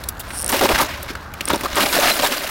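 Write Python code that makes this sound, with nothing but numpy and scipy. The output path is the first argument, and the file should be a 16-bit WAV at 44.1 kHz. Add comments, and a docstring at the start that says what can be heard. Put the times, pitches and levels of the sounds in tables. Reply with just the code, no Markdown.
"""An electric motorbike spins its rear wheel, wrapped in plastic guttering, on an open car park's tarmac.
The plastic cracks and scrapes over grit, ringing its hollow wall.
A stick-slip creak, perhaps the brake, ends in single snaps.
One microphone hears the wheel with its low thumps and faint reflections, and a rumble in the distance.
A limiter holds the peaks."""
import sys
import numpy as np
from scipy import signal
from scipy.fft import rfft, irfft
from scipy.io import wavfile
from scipy.ndimage import uniform_filter1d, minimum_filter1d, map_coordinates

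SR = 44100
rng = np.random.default_rng(int(sys.argv[2]) if len(sys.argv) > 2 else 0)


def file_out(sig):
    """Save sig as 16-bit WAV at sys.argv[1]."""
    # one column per channel
    cols = np.atleast_2d(sig).T
    # limit, then scale
    lim = np.clip(cols, -1, 1)
    pcm = np.round(lim * 32767).astype(np.int16)
    wavfile.write(sys.argv[1], SR, pcm)


N = 110250

# Scrapes on the tarmac. Each row: start and length in seconds, relative body, rasp and hiss levels in dB.
SCRAPES = [(0.191, 0.0096, -60, -44, -29), (0.431, 0.086, -31.5, -37, -59), (0.486, 0.011, -41, -22.5, -20),
           (0.523, 0.031, -19, -19, -24.5), (0.608, 0.048, -15, -20, -27.5),
           (0.685, 0.039, -16, -21, -28.5), (0.744, 0.016, -23.5, -17.5, -29.5),
           (0.776, 0.028, -28.5, -19, -25.5), (0.797, 0.027, -22, -22.5, -23),
           (1.078, 0.032, -47, -31.5, -42), (1.475, 0.007, -25, -23, -32), (1.494, 0.024, -21, -23, -35),
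           (1.527, 0.024, -17, -23, -28.5), (1.631, 0.029, -25, -36, -34.5),
           (1.762, 0.024, -18.5, -17, -26), (1.796, 0.038, -22, -16.5, -22),
           (1.857, 0.0052, -16.5, -16.5, -35), (1.924, 0.069, -26, -19, -25.5),
           (2.019, 0.089, -31, -16, -26.5), (2.189, 0.01, -16.5, -16.5, -28), (2.22, 0.055, -29, -21, -27),
           (2.319, 0.0093, -26, -17, -26.5)]
# Steady drag between scrapes. Each row: time in seconds, relative rasp and hiss levels in dB.
DRAG = [(0, -42, -49), (.14, -48, -52.5), (.34, -38, -45.5), (.47, -47, -49), (.57, -23.5, -26.5),
        (.82, -29, -34.5), (.98, -35, -44.5), (1.31, -48, -58.5), (1.57, -33, -37.5), (1.71, -30.5, -42),
        (1.85, -29, -28), (2.12, -24, -25), (2.5, -28.5, -34)]
# Cracking plastic and struck grit. Each row: start in seconds, pitch in Hz, relative ring and tick in dB.
CRACKS = [(0.038, 3720, -28.5, -28.5), (0.0873, 4060, -22.5, -14), (0.305, 1730, -23.5, -60),
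          (0.69, 2300, -7.5, -43), (1.0284, 1520, -33.5, -23.5), (1.1523, 1450, -22.5, -41),
          (1.338, 2500, -29.5, -33), (1.408, 2750, -15.5, -25), (1.5021, 1040, -10, -24),
          (1.609, 1830, -19.5, -27.5)]
# Stick-slip creak. Each row: time in seconds, mean slips per second, relative level in dB.
CREAK = [(.275, 220, -43), (.31, 380, -45), (.345, 470, -34), (.375, 420, -29.5), (.387, 152, -23),
         (.434, 150, -20.5)]
# Single slips. Each entry: time in seconds.
SNAP_TIMES = [0.4445, 0.4628, 0.4792, 0.5197, 1.4552, 1.486, 1.5592, 1.7572]
# Hollow crunches. Each row: middle and half length in seconds, resonance in Hz, level in dB.
CRUNCHES = [(0.706, 0.02, 566, -18.5), (0.809, 0.019, 1010, -13), (0.914, 0.05, 1980, -30.5),
            (1.11, 0.019, 318, -34), (1.789, 0.024, 1080, -15.5), (2.029, 0.017, 890, -16.5),
            (2.239, 0.013, 790, -16.5)]
# Booms and squeaks of the buckling gutter. 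Each row: start in seconds, pitch in Hz, level in dB.
BUCKLES = [(0.623, 370, -11), (0.631, 594, -7), (1.656, 1210, -14), (1.986, 547, -6.5), (2.114, 4050, -14),
           (2.247, 3670, -16)]
# Wheel thumps. Each row: start in seconds, level in dB.
THUMPS = [(0.732, -17.5), (1.727, -24.5)]
# Tone of the gutter's hollow body, rasping wall and hissing edge; tone of the creak; tone of the open air.
# Each row: frequency in Hz, relative gain in dB.
BODY_SPECTRUM = [(70, -24.5), (150, -10), (260, 1.5), (380, -1), (490, -7), (570, 4), (700, -7), (900, -2),
                 (1400, -11), (3000, -49.5)]
RASP_SPECTRUM = [(450, -28), (950, -8), (1500, -3), (2400, -6), (3750, -7.5), (5200, -11), (7000, -18.5),
                 (16000, -45)]
HISS_SPECTRUM = [(2500, -36), (5000, -12.5), (7200, -5.5), (12500, -2.5), (16000, -4.5)]
CREAK_SPECTRUM = [(1500, -30), (4200, -22), (5100, -12), (5700, -6.5), (6200, -19), (7500, -16), (8200, -6),
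                  (8900, 0), (10100, -5), (11000, -13), (16000, -23)]
OUTDOOR_SPECTRUM = [(20, -17.5), (62, 3), (120, -6.5), (450, -19), (800, -14.5), (1600, -13.5),
                    (2400, -33.5), (16000, -83)]
# Fade of the distant rumble. Each row: time in seconds, relative level in dB.
RUMBLE_FADE = [(1.75, 5), (2.05, -3)]


def scraping(attack_s=0.0043, release_s=0.01, judder_hz=169.75, judder_db=2):
    """Drag and scrapes drive juddering grit into the gutter's hollow body, wall and sharp edge."""
    rasp_db, hiss_db = curve(DRAG)
    body_db = rasp_db - 5.5
    power = undb([body_db, rasp_db, hiss_db]) ** 2
    for start, length, *levels_db in SCRAPES:
        press = np.minimum(since(start) / attack_s, 1) * np.exp(-since(start + length) / release_s)
        power += np.outer(undb(levels_db), press) ** 2
    judder = unit(undb(judder_db * walk(judder_hz)))
    body_drive, rasp_drive, hiss_drive = np.sqrt(power) * judder
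    pops = undb(-5.5) * stones(rasp_drive, centre_hz=1890, decay_cycles=4.07)
    chips = stones(hiss_drive, centre_hz=8480, decay_cycles=6.1)
    body = drift(colour(grit() * body_drive, BODY_SPECTRUM))
    rasp = undb(-1) * colour(grit() * rasp_drive, RASP_SPECTRUM)
    hiss = colour(grit() * hiss_drive, HISS_SPECTRUM)
    return body + rasp + hiss + pops + chips


def grit(grains_per_s=3300, spread_db=2):
    """The plastic catches on stone tips in dense clicks of uneven size."""
    hits = rng.random(N) < grains_per_s / SR
    polarity = np.sign(rng.standard_normal(N))
    size = undb(spread_db * np.clip(rng.standard_normal(N), -2, 2))
    return unit(hits * polarity * size)


def stones(drive, centre_hz, decay_cycles, per_s=420, spread_octaves=1.84):
    """Larger stones flick the plastic, each ringing for a few cycles at its own pitch."""
    out = np.zeros(2 * N)
    age = since(0)[:SR // 20]
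    for when, pitch, size in rng.random((int(per_s * N / SR), 3)):
        i = int(when * N)
        hz = min(centre_hz * 2 ** (spread_octaves * (2 * pitch - 1)), SR / 2)
        strength = drive[i] * (1 - np.log(1 - size))
        out[i:i + len(age)] += strength * np.exp(-age * hz / decay_cycles) * np.sin(2 * np.pi * hz * age)
    return out[:N]


def drift(x, spread_s=0.00151, rate_hz=24.99):
    """The resonances wander as the contact moves round the gutter."""
    warped_time = since(0) + spread_s * walk(rate_hz)
    return map_coordinates(x, [warped_time * SR], mode="nearest")


def cracks(burst_s=0.0055, tail_s=0.0042, tail_db=-17.5, body_share_db=-9.5):
    """Sharp bursts with a crumbling tail ring a piece of the plastic, its edge and the hollow body."""
    parts = 0
    for start, hz, ring_db, tick_db in CRACKS:
        age = since(start)
        burst = (age > 0) * (np.exp(-(age / burst_s) ** 2) + undb(tail_db) * np.exp(-age / tail_s))
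        noise = rng.standard_normal((3, N))
        noise[0] = unit(signal.lfilter(*signal.iirpeak(hz, Q=3.4, fs=SR), noise[0]))
        levels = undb([ring_db, tick_db, ring_db + body_share_db])
        parts += burst * levels[:, None] * noise
    piece, edge, body = parts
    return undb(-1) * (piece + colour(edge, HISS_SPECTRUM) + colour(body, BODY_SPECTRUM))


def crunches():
    """The tyre crushes a stretch of gutter: grit swells into one broad resonance."""
    out = 0
    for middle, half_length, hz, db in CRUNCHES:
        wall = signal.iirpeak(hz, Q=1.6, fs=SR)
        ringing = signal.lfilter(*wall, signal.lfilter(*wall, grit()))
        press = np.exp(-((since(0) - middle) / half_length) ** 2)
        out += undb(db) * press * unit(ringing)
    return out


def buckling(rise_s=0.0032, pitch_spread_hz=58.8):
    """The gutter buckles with brief, wavering booms and squeaks."""
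    waver = pitch_spread_hz * np.cumsum(walk(150)) / SR
    return sum(undb(db) * swell(start, rise_s) * np.sin(2 * np.pi * (hz * since(start) + waver))
               for start, hz, db in BUCKLES)


def creak(jitter=0.07, chatter_s=0.0013):
    """Stick-slip pulses, perhaps the brake, quicken, then slow and grow, ending in single snaps."""
    rate, level_db = curve(CREAK)
    creaking = (since(CREAK[0][0]) > 0) & (since(CREAK[-1][0]) == 0)
    slip_count = np.cumsum(rate * (1 + jitter * walk(280)) * creaking) / SR
    slips = np.diff(np.floor(slip_count), prepend=0) * undb(level_db)
    for start in SNAP_TIMES:
        slips[int(start * SR)] += undb(-16)
    chatter = smear(slips, np.exp(-since(0) / chatter_s)) * rng.standard_normal(N)
    return undb(17.5) * colour(slips + undb(-1) * chatter, CREAK_SPECTRUM)


def thumps(hz=50, rise_s=0.0057):
    """The wheel thumps, each time a deep tone that dies within a few cycles."""
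    return sum(undb(db) * swell(start, rise_s) * np.sin(2 * np.pi * hz * since(start))
               for start, db in THUMPS)


def reflections(wheel, level_db=-17.5, decay_s=0.011):
    """The car park returns a faint, short, diffuse tail to the microphone."""
    tail = rng.standard_normal(N) * np.exp(-since(0) / decay_s)
    return undb(level_db) * smear(wheel, tail)


def outdoors():
    """Low rumble and a soft rush from far off, fading near the end."""
    level_db = curve(RUMBLE_FADE)[0] - 39
    return undb(level_db) * colour(rng.standard_normal(N), OUTDOOR_SPECTRUM)


def undb(db):
    """Decibels to amplitude."""
    return 10 ** (np.asarray(db) / 20)


def unit(x):
    """Scale to rms 1."""
    return x / np.sqrt(np.mean(x ** 2))


def since(start):
    """Seconds since a moment, zero before it."""
    return np.maximum(np.arange(N) / SR - start, 0)


def curve(table):
    """Each level or rate column of a table over time."""
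    times, *columns = np.array(table, float).T
    return [np.interp(since(0), times, column) for column in columns]


def walk(hz):
    """Smooth random motion of rms 1."""
    return unit(np.interp(since(0) * hz, np.arange(N), rng.standard_normal(N)))


def swell(start, rise_s):
    """A push that peaks at 1 after the rise time and dies away."""
    rises = since(start) / rise_s
    return rises * np.exp(1 - rises)


def smear(x, tail):
    """Convolve with a tail scaled to unit energy."""
    return signal.fftconvolve(x, tail / np.linalg.norm(tail))[:N]


def colour(x, spectrum):
    """Causal filter through (Hz, dB) points that keeps the power of white noise."""
    hz, db = np.array(spectrum, float).T
    bins_hz = np.maximum(np.arange(N + 1) * SR / (2 * N), 1)
    gain = unit(undb(np.interp(np.log(bins_hz), np.log(hz), db)))
    cepstrum = irfft(np.log(gain))
    cepstrum[1:N] *= 2  # fold onto positive time for minimum phase
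    cepstrum[N + 1:] = 0
    return irfft(rfft(x, 2 * N) * np.exp(rfft(cepstrum)))[:N]


def scene():
    """At the microphone, in mono: the wheel in front, its reflections and the open air behind."""
    wheel = cracks() + creak() + buckling() + thumps() + scraping() + crunches()
    return (wheel + reflections(wheel) + outdoors())[None]


def record(dry):
    """After the microphone, a fast limiter holds the peaks and the top treble is cut."""
    limit_db, window_samples, top_hz = -5.5, 65, 15900
    gain = np.minimum(1, undb(limit_db) / (np.abs(dry) + 1e-9))
    gain = uniform_filter1d(minimum_filter1d(gain, window_samples), window_samples)
    lowpass = signal.ellip(10, 0.2, 70, top_hz, fs=SR, output="sos")
    return signal.sosfilt(lowpass, dry * gain)


dry = scene()
out = record(dry)
file_out(out)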